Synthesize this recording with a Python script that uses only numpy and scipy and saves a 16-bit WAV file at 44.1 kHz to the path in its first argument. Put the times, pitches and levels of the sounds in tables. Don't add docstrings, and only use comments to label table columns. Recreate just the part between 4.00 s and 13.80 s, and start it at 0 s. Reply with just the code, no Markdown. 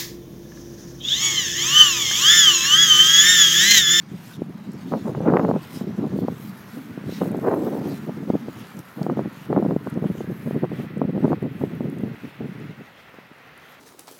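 import sys
import numpy as np
from scipy import signal
from scipy.fft import rfft, irfft, next_fast_len
from scipy.io import wavfile
from scipy.ndimage import uniform_filter1d, map_coordinates

SR = 44100
rng = np.random.default_rng(int(sys.argv[2]) if len(sys.argv) > 2 else 0)


def dump(signal):
    limited = np.clip(np.atleast_2d(signal).T, -1, 1)
    pcm = np.round(limited * 32767).astype(np.int16)
    wavfile.write(sys.argv[1], SR, pcm)


N = 432180


def buffeting():
    rumble_db, flutter_db = airflow()
    eddies = 1.32 * wobble(70) + 0.43 * wobble(37)
    body = amp(rumble_db - 0.18) * rumble(flutter_db, eddies)
    edge = amp(flutter_db - 3.0) * flutter(flutter_db, eddies)
    return body + edge


# (time [s], rumble level [dB])
BREEZE = [(0, -41.5), (.3, -47), (.75, -41.5), (1.4, -24.5), (1.68, -43), (1.9, -31.5), (2.3, -36),
          (2.65, -46), (2.95, -44.5), (3.35, -30.5), (4.3, -38.5), (4.92, -50), (5.1, -43.5), (5.8, -36.5),
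          (6.5, -36), (7.9, -31.5), (8.3, -51.5), (8.6, -35), (8.92, -59), (9.8, -78)]
# (start [s], length [s], rumble level [dB], flutter level [dB])
GUSTS = [(0.12, 0.035, -31, -48), (0.388, 0.013, -29.5, -50), (0.496, 0.01, -32, -49),
         (0.675, 0.015, -34.5, -52), (.735, .02, -34, -58), (0.866, 0.058, -34.5, -47),
         (.922, 0.05054, -25, -27), (1.054, 0.0601, -26.5, -34), (1.174, 0.017, -21, -37),
         (1.21, .035, -25.5, -35.5), (1.259, .01, -22, -29), (1.284, 0.023, -18, -23),
         (1.316, 0.0545, -18.5, -23.5), (1.434, 0.0783, -20.5, -28), (1.538, 0.0337, -20.5, -28.5),
         (1.746, 0.028, -30, -42), (1.811, 0.039, -28, -39.5), (1.875, 0.039, -26.5, -40),
         (1.976, 0.042, -23, -38.5), (2.019, 0.0556, -24, -32), (2.118, 0.0557, -23, -39),
         (2.216, 0.0355, -22.5, -35), (2.28, 0.04, -27, -43), (2.766, 0.022, -38, -42),
         (2.909, 0.02, -34.5, -49), (3.072, 0.031, -26.5, -43), (3.214, 0.025, -21, -28.5),
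         (3.254, 0.1306, -25, -33), (3.787, 0.1604, -29, -40), (4.043, 0.0097, -27, -48),
         (4.082, .02, -27.5, -33), (4.148, 0.036, -31, -44.5), (4.222, 0.031, -32, -42),
         (4.286, 0.023, -29, -36), (4.333, 0.025, -23, -31), (4.479, .014, -32, -49),
         (4.569, 0.068, -36.5, -50.5), (4.754, 0.047, -35, -46), (4.988, 0.054, -23, -34),
         (5.092, 0.0438, -22.5, -33.5), (5.176, 0.038, -23, -33), (5.243, 0.032, -27.5, -42),
         (5.5, 0.062, -23, -29.5), (5.571, 0.028, -16, -29.5), (5.618, 0.05, -23.5, -33.5),
         (5.686, 0.0546, -21, -33), (5.866, 0.032, -29, -39), (5.928, 0.028, -28.5, -42),
         (5.962, 0.033, -26, -34.5), (6.028, 0.04, -21, -33), (6.089, 0.027, -24, -44),
         (6.186, 0.033, -30, -43.5), (6.277, .008, -28, -45.5), (6.296, 0.024, -24.5, -39),
         (6.464, .02, -24, -35.5), (6.542, 0.037, -21.5, -34), (6.631, 0.018, -22.5, -29),
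         (6.712, 0.029, -27, -39), (6.794, 0.011, -24, -36), (6.823, 0.027, -28.5, -40),
         (6.972, 0.024, -25.5, -42), (7.032, 0.023, -23, -37.5), (7.078, .026, -22.5, -35),
         (7.134, .015, -24, -40), (7.156, 0.0296, -22, -32.5), (7.236, 0.02465, -16.5, -25.5),
         (7.306, 0.0277, -17.5, -28.5), (7.428, 0.0402, -23.5, -35.5), (7.614, 0.0457, -26, -34),
         (7.717, 0.043, -29.5, -44.5), (7.8, 0.031, -28, -38), (7.845, 0.0447, -25, -39),
         (7.921, 0.011, -28, -43), (7.963, .014, -28.5, -41), (7.998, 0.0812, -28, -40),
         (8.103, 0.038, -31, -43), (8.236, 0.036, -32.5, -49), (8.408, 0.0623, -28.5, -39),
         (8.477, 0.052, -33.5, -59), (8.598, 0.012, -31, -46), (8.64, .02, -33, -50),
         (8.685, 0.023, -33, -50.5), (8.799, 0.011, -30, -60)]


def airflow():
    rumble_db, = curves(BREEZE)
    flutter_db = rumble_db - 19
    for start, length, large_db, small_db in GUSTS:
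        shape_db = gust_shape(start, length)
        rumble_db = np.maximum(rumble_db, large_db + shape_db)
        flutter_db = np.maximum(flutter_db, small_db + 1.304 * shape_db)
    return rumble_db, flutter_db


def gust_shape(start, length, attack_s=0.01177, release_s=0.0146, sag_db=1):
    t = np.arange(N) / SR - start
    outside = np.maximum(-t, 0) / attack_s + np.maximum(t - length, 0) / release_s
    return sag_db * (.5 - np.clip(t / length, 0, 1)) - 10 * outside


# (frequency [Hz], level [dB])
RUMBLE_EQ = [(20, -19), (45, -40), (70, -21.5), (100, -8), (140, 2), (195, 3), (255, -2), (330, -6.5),
             (440, -13), (700, -32.5), (1500, -100)]


def rumble(flutter_db, eddies):
    speed = 2 ** (np.maximum(flutter_db, -50) / 75)
    travelled = np.cumsum(speed) / np.sum(speed) * (N - 1)
    large = map_coordinates(coloured(grainy(170, 2.34), RUMBLE_EQ), [travelled])
    return steadied(bass_cut(large * amp(3.27 * eddies), 71, order=3), 0.028)


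def flutter(flutter_db, eddies, count=6000, half_width=140):
    at = rng.integers(half_width, N - half_width, count)
    strength, spread, sign = rng.standard_normal((count, 3)).T
    lift_db = 4 * strength + 2 * eddies[at]
    sharp_hz = 1080 * 2 ** (flutter_db[at] / 25 + lift_db / 30 + 0.029 * spread)
    offset = np.arange(-half_width, half_width)
    shapes = vortex(offset / SR, np.clip(sharp_hz, 280, 900)[:, None])
    spikes = (np.sign(sign) * amp(lift_db))[:, None] * shapes
    stream = np.bincount((at[:, None] + offset).ravel(), spikes.ravel(), N)
    return steadied(bass_cut(stream, 330, order=2), .04)


def vortex(t, sharp_hz):
    return 1 / (1 + (2.4 * sharp_hz * t) ** 2) ** 4


def bass_cut(x, hz, order):
    return signal.sosfilt(signal.butter(order, hz, "highpass", fs=SR, output="sos"), x)


# (time [s], level [dB], nominal sharpness [Hz])
SLAPS = [(0.42, -10, 365), (0.922, -17, 800), (0.938, -8, 880), (1.15, -17, 1130), (1.206, -12, 606),
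         (1.264, -15, 680), (1.277, -8, 880), (1.285, -4.5, 520), (1.325, -5, 480), (1.338, -4, 840),
         (1.358, -4, 554), (1.37, -4, 1293), (1.396, -7, 1050), (1.45, -8.5, 910), (1.491, -7.5, 563),
         (1.501, -7, 600), (1.513, -4.5, 697), (1.541, -15, 750), (1.563, -12.5, 580), (1.812, -21, 509),
         (2.041, -17.5, 502), (2.189, -11, 413), (2.222, -17, 400), (2.324, -20, 310), (2.284, -8, 650),
         (2.977, -18, 360), (3.04, -22.5, 355), (3.094, -20, 328), (3.124, -19, 358.4), (3.218, -9, 723),
         (3.257, -16, 450), (3.347, -12, 592), (3.39, -13, 417), (3.448, -10.5, 680), (3.54, -10, 798.3),
         (4.094, -15.5, 619.3), (4.302, -4, 525), (4.336, -14, 396.3), (4.354, -6.5, 414),
         (4.485, -17, 470), (5.066, -9, 624), (5.099, -11.5, 970), (5.173, -12, 560), (5.193, -9, 626),
         (5.258, -15.5, 390), (5.502, -14, 448), (5.529, -10, 950), (5.564, -7.5, 825), (5.577, -5, 560),
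         (5.588, -16, 750), (5.601, -14, 380), (5.626, -11.5, 620), (5.651, -11.5, 604), (5.663, -8, 460),
         (5.71, -13.5, 770), (5.764, -5, 386), (5.872, -15.5, 855), (5.975, -12.5, 390), (6.043, -13, 478),
         (6.054, -18, 560), (6.101, -15, 322), (6.153, -20.5, 417), (6.207, -15.5, 533), (6.244, -20, 338),
         (6.475, -14.5, 442), (6.51, -12, 465), (6.635, -11, 379), (6.643, -11.5, 710), (6.651, -23, 760),
         (6.718, -16, 467), (6.8, -16.5, 480), (6.972, -14.5, 379.5), (7.017, -5.5, 630), (7.041, -16, 477),
         (7.167, -15.5, 380), (7.178, -11.5, 447), (7.206, -16.5, 297), (7.246, -6, 460), (7.28, -10, 514),
         (7.303, -13, 333), (7.32, -11, 750), (7.331, -7, 724), (7.462, -16.5, 396), (7.638, -6, 404),
         (7.807, -14, 516), (8.81, -26, 304), (8.036, -12.5, 335), (9.142, -31.5, 1344),
         (9.187, -30.5, 482), (9.315, -34, 305)]


def slaps():
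    track, t = np.zeros(N), np.arange(-SR // 100, SR // 25) / SR
    for (s, db, sharp_hz), sign in zip(SLAPS, rng.choice([-1, 1], len(SLAPS))):
        wake = unit(signal.fftconvolve(rng.standard_normal(len(t)), vortex(t, 0.75 * sharp_hz), "same"))
        wake *= np.exp(-((t - .002) / 0.0054) ** 2)
        core = vortex(t, np.minimum(1.33 * sharp_hz, 1600))
        slap = bass_cut(vortex(t, 0.73 * sharp_hz) + 0.09 * core + 0.1 * wake, 192, order=3)
        add(track, sign * amp(db - 1.2) * slap / np.abs(slap).max(), s + t[0])
    return track


# (time [s], level [dB], pitch [Hz])
BLASTS = [(1.02, -69.5, 329.6), (1.07, -24, 401.6), (1.14, -43, 359.7), (1.265, -26, 430.3),
          (1.285, -16, 478.3), (1.31, -24, 417), (1.335, -18.5, 454), (1.385, -20, 417),
          (1.425, -23.5, 383.8), (1.49, -28.5, 441), (1.525, -36, 380), (1.56, -21.5, 424.3),
          (1.61, -72, 303.4), (3.38, -74, 297.4), (3.42, -29.5, 384), (3.455, -17, 433.4),
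          (3.52, -17.5, 424), (3.6, -22, 329.6), (3.7, -22, 324.5), (3.85, -27, 313.3), (3.94, -32, 285.4),
          (4.0, -61, 245)]
# (frequency [Hz], level [dB])
ROAR_EQ = [(40, -60), (120, -51), (230, -4), (330, 1.5), (410, 2), (560, -4.5), (800, -11.5), (1200, -18),
           (1700, -29.5), (2500, -44), (5000, -78)]


def blast():
    level_db, pitch_hz = curves(BLASTS)
    travelled = np.cumsum(pitch_hz / 410) % (N - 1)
    roar = map_coordinates(coloured(grainy(200, 5.5), ROAR_EQ), [travelled])
    pulsing = unit(amp(2.6 * wobble(60)))
    return amp(level_db - 2.14) * pulsing * steadied(roar, 0.0063)


# (time [s], level [dB], pitch [Hz])
DRONE = [(0, -47, 174.3), (.25, -46, 169.5), (.45, -37, 183.5), (.55, -42.5, 191.5), (.68, -35, 199.3),
         (.82, -38, 202.2), (.91, -34.5, 216.9), (1.05, -38.5, 238.5), (1.2, -72.5, 235.9),
         (2.28, -70, 188.9), (2.34, -48, 186.4), (2.48, -32, 188), (2.58, -47, 182), (2.71, -49.5, 190.6),
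         (2.775, -29.5, 259.4), (2.84, -44, 243.1), (2.91, -36, 260.4), (3, -43, 217.5), (3.1, -36, 227.2),
         (3.28, -39, 191.1), (3.45, -70, 190), (3.9, -70, 229.5), (4, -48, 235.4), (4.18, -37, 259.8),
         (4.42, -36, 240.6), (4.56, -51, 220.2), (4.7, -74, 220)]


def drone(q=3.65):
    level_db, pitch_hz = curves(DRONE)
    centre_hz = pitch_hz.mean()
    noise = rng.standard_normal(N)
    band = filtered(noise, lambda hz: 1 / (1 + (q * np.log((hz + 1) / centre_hz)) ** 2) ** 1.5)
    gliding = map_coordinates(band, [np.cumsum(pitch_hz / centre_hz)])
    flicker_db = 2.6 * wobble(40)
    return amp(level_db + flicker_db) * steadied(gliding, 0.029)


# (frequency [Hz], level [dB])
CLOTH_EQ = [(500, -35), (1500, 7), (3500, 3), (5000, 0), (6700, -2.5), (8200, -11), (10000, -9.5),
            (16000, -19)]
SNOW_EQ = [(3000, -24), (8000, -11.5), (10000, -11), (11500, -8.5), (13200, -5.5), (16000, -9)]


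def walk():
    rub, crush = legwork()
    unevenness = amp(0.97 * wobble(34))
    crisp = amp(-11) * catches()
    cloth = rub * coloured(unit(patchy(grainy(500, 1.5), depth_db=3)) + crisp, CLOTH_EQ)
    snow = crush * coloured(unit(patchy(grainy(700, 1.9), depth_db=3.5)) + crisp, SNOW_EQ)
    return unevenness * (cloth + snow)


# (time [s], cloth level [dB], snow level [dB])
RUSTLE = [(0, -58.5, -68.5), (.3, -54, -69), (.45, -62, -66), (.9, -55, -66), (2, -57, -63),
          (3.4, -59.5, -64), (4.1, -57.5, -61.5), (5.1, -61.5, -63), (6.5, -65, -61.5), (7.05, -85, -67),
          (7.8, -65, -63.5), (9.3, -64, -70)]
# (middle [s], length [s], cloth level [dB], snow level [dB])
STRIDES = [(0.277, 0.16, -55.5, -55.5), (0.994, 0.22, -57.5, -61.5), (1.39, 0.063, -64, -66),
           (1.637, 0.042, -56, -58), (1.757, 0.12, -50.5, -52), (2.188, 0.042, -55, -54),
           (2.427, 0.14, -56.5, -54.5), (2.749, 0.29, -60.5, -56.5), (3.165, 0.1, -49.5, -52.5),
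           (3.255, .05, -56, -50), (3.602, 0.35, -58.5, -54.5), (3.906, 0.15, -52, -55.5),
           (4.605, 0.25, -55, -62), (4.778, .07, -60.5, -60), (4.957, 0.24, -71, -60),
           (5.4, 0.11, -57, -61), (5.86, .07, -64, -62), (6.16, 0.13, -61, -60), (6.43, 0.23, -70, -59),
           (6.8, 0.11, -63, -57.5), (7.28, .1, -59.5, -62), (7.61, .13, -72, -62), (8.256, 0.085, -68, -65),
           (9.687, 0.12, -61, -64.5)]


def legwork(swell_share=0.86, stop_s=0.014):
    t = np.arange(N) / SR
    power = amp(curves(RUSTLE)) ** 2
    for s, length, cloth_db, snow_db in STRIDES:
        swell = np.maximum(s - t, 0) / (swell_share * length)
        stop = np.maximum(t - s - length / 2, 0) / stop_s
        power = power + amp([[cloth_db], [snow_db]]) ** 2 * np.exp(-2 * swell ** 2 - 2 * stop)
    return np.sqrt(power)


def catches(per_second=260):
    return unit((rng.random(N) < per_second / SR) * rng.standard_normal(N))


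def patchy(x, depth_db):
    spectra = signal.stft(x, nperseg=512)[2]
    bands = uniform_filter1d(rng.standard_normal(spectra.shape), 5, axis=0)
    patches = uniform_filter1d(bands, 12, axis=1)
    return signal.istft(spectra * amp(depth_db * unit(patches)), nperseg=512)[1][:N]


# (middle [s], length [s], level [dB], resonance [Hz])
SCUFFS = [(0.283, 0.044, -57.5, 7500), (0.343, 0.036, -52.5, 3700), (1.632, 0.026, -54, 4530),
          (1.747, 0.06, -52, 9650), (1.765, 0.069, -49, 5240), (3.15, 0.13, -51, 3920),
          (3.159, 0.079, -51.5, 5440), (3.89, 0.028, -51, 13000), (3.915, 0.057, -52, 4500),
          (4.616, 0.1, -55.5, 3140), (5.407, 0.1, -54, 2790), (6.068, 0.057, -56, 3085),
          (6.195, 0.07, -59, 6500), (6.196, 0.074, -58, 2980), (6.783, 0.12, -56.5, 3290),
          (7.602, 0.17, -60, 2700), (8.247, 0.2, -55, 2550), (8.998, 0.14, -59, 3230),
          (9.682, 0.25, -63, 3284), (9.71, .035, -58, 12800)]


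def scuffs():
    track, t = np.zeros(N), np.arange(-SR // 4, SR // 4) / SR
    for s, length, db, hz in SCUFFS:
        grit = rng.standard_normal(len(t)) * amp(6.4 * rng.standard_normal(len(t)))
        ring = signal.lfilter(*signal.iirpeak(hz, Q=8, fs=SR), grit)
        add(track, amp(db) * unit(ring) * np.exp(-(2 * t / length) ** 2), s + t[0])
    return track


# (time [s], peak level [dB], pitch [Hz], 60 dB decay [s])
TICKS = [(0.718, -44, 8250, 0.014), (.733, -44, 12000, .014), (3.545, -39, 11500, .012),
         (3.3159, -37, 12100, 0.012), (3.3687, -39.5, 9000, .008), (3.494, -41, 13000, .014),
         (4.595, -37.5, 14500, .008), (4.769, -41, 6740, 0.0086), (4.7912, -30.5, 8440, .005),
         (5.0297, -33, 4567, 0.009), (5.8995, -38, 11000, .014), (5.9409, -41.5, 6260, .012),
         (6.98, -45.5, 7900, 0.0117), (7.426, -46, 7600, .01), (7.899, -44, 10200, .012),
         (7.985, -44, 8500, 0.017), (8.6004, -46, 6500, 0.0089), (9.5771, -43, 10500, 0.0087)]


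def ticks(faint_count=40, ping_q=4.5, crack_share=0.6):
    track, t = np.zeros(N), np.arange(SR // 25) / SR
    snow_db = curves(RUSTLE)[1]
    stirred = rng.uniform([0, 9, 8500], [N / SR, 18, 14000], (faint_count, 3))
    faint = [(s, snow_db[int(s * (SR - 1))] + over_db, hz, .008) for s, over_db, hz in stirred]
    for s, db, hz, t60 in [*TICKS, *faint]:
        contact = rng.standard_normal(len(t)) * amp(-60 * t / t60)
        ping = signal.lfilter(*signal.iirpeak(hz, ping_q, fs=SR), contact)
        tick = bass_cut(unit(ping) + crack_share * unit(contact), 0.55 * hz, order=6)
        add(track, amp(db) * tick / np.abs(tick).max(), s)
    return track


# (start [s], length [s], level [dB])
SIZZLES = [(2.502, 0.25, -69), (4.555, 0.47, -65.5), (6.08, 0.47, -70)]
# (frequency [Hz], level [dB])
SIZZLE_EQ = [(9000, -40), (10600, -9), (11300, 8), (11800, 0), (12500, -10), (15000, -29.5)]


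def sizzle(fade_s=.03):
    t = np.arange(N) / SR
    gain = sum(amp(db) * np.interp(t, [s - fade_s, s, s + length, s + length + fade_s], [0, 1, 1, 0])
               for s, length, db in SIZZLES)
    return gain * coloured(grainy(500, 2.3), SIZZLE_EQ)


# (time [s], level [dB], centre of its broad hump [Hz])
FAR_WIND = [(0, -53, 1010), (.8, -50.5, 945), (1.7, -48, 1060), (2.2, -49, 1050), (2.9, -48.5, 1550),
            (3.8, -47.5, 1390), (4.3, -48, 1250), (5.2, -47, 1400), (6.1, -48, 1430), (6.6, -47, 1920),
            (7.4, -47.5, 1950), (8.3, -47, 2040), (9.2, -49, 1990), (9.8, -48, 1910)]
# (frequency [Hz], level [dB])
TREES_EQ = [(20, -31), (70, -2.5), (160, 6.5), (300, 0), (550, 3.5), (1000, 1), (2000, -2.5), (3000, -8),
            (4000, -12), (6000, -22.5), (8000, -34), (16000, -23.5)]


def far_wind():
    level_db, hump_hz = curves(FAR_WIND)

    def reflection(hz, centre):
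        octaves = np.log2((hz + 1) / centre)
        ripple_db = 1.9 * np.cos(2 * np.pi * 3 * hz / centre) * np.exp(-(octaves / 0.9) ** 2)
        return amp(5.65 * np.exp(-(octaves / 0.72) ** 2) + ripple_db)

    rush = swept(coloured(grainy(40, 0.84), TREES_EQ), hump_hz, reflection)
    waver_db = .55 * wobble(7)
    return amp(level_db + waver_db) * unit(rush)


def amp(db):
    return 10 ** (np.asarray(db) / 20)


def unit(x):
    return x / np.sqrt(np.mean(x ** 2) + 1e-20)


def curves(rows):
    s, *cols = np.transpose(rows)
    return [np.interp(np.arange(N) / SR, s, c) for c in cols]


def wobble(rate):
    return map_coordinates(rng.standard_normal(int(N * rate / SR) + 4), [np.arange(N) * rate / SR])


def grainy(rate, depth_db):
    return rng.standard_normal(N) * amp(depth_db * wobble(rate))


def filtered(x, response):
    size = next_fast_len(N + SR // 2)
    return irfft(rfft(x, size) * response(np.fft.rfftfreq(size, 1 / SR)), size)[:N]


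def coloured(x, eq):
    f, db = np.transpose(eq)
    return unit(filtered(x, lambda hz: amp(np.interp(np.log(hz + 1), np.log(f), db))))


def swept(x, control, response, size=512):
    frames = dict(nperseg=size, noverlap=size - size // 4)
    hz, s, spectra = signal.stft(x, SR, **frames)
    now = np.interp(s, np.arange(N) / SR, control)
    return signal.istft(spectra * response(hz[:, None], now), SR, **frames)[1][:N]


def steadied(x, seconds):
    size = max(int(seconds * SR), 2)
    power = uniform_filter1d(uniform_filter1d(x ** 2, size), size)
    return x / np.sqrt(np.abs(power) + 1e-12)


def add(track, sound, s):
    start = max(round(s * SR), 0)
    track[start:start + len(sound)] += sound[:max(N - start, 0)]


def scene():
    port_wind = buffeting() + drone() + blast() + slaps()
    return (port_wind + walk() + scuffs() + sizzle() + ticks() + far_wind())[None]


def record(dry, top_hz=15870):
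    return filtered(dry[0], lambda hz: hz < top_hz)[None]


dry = scene()
out = record(dry)
dump(out)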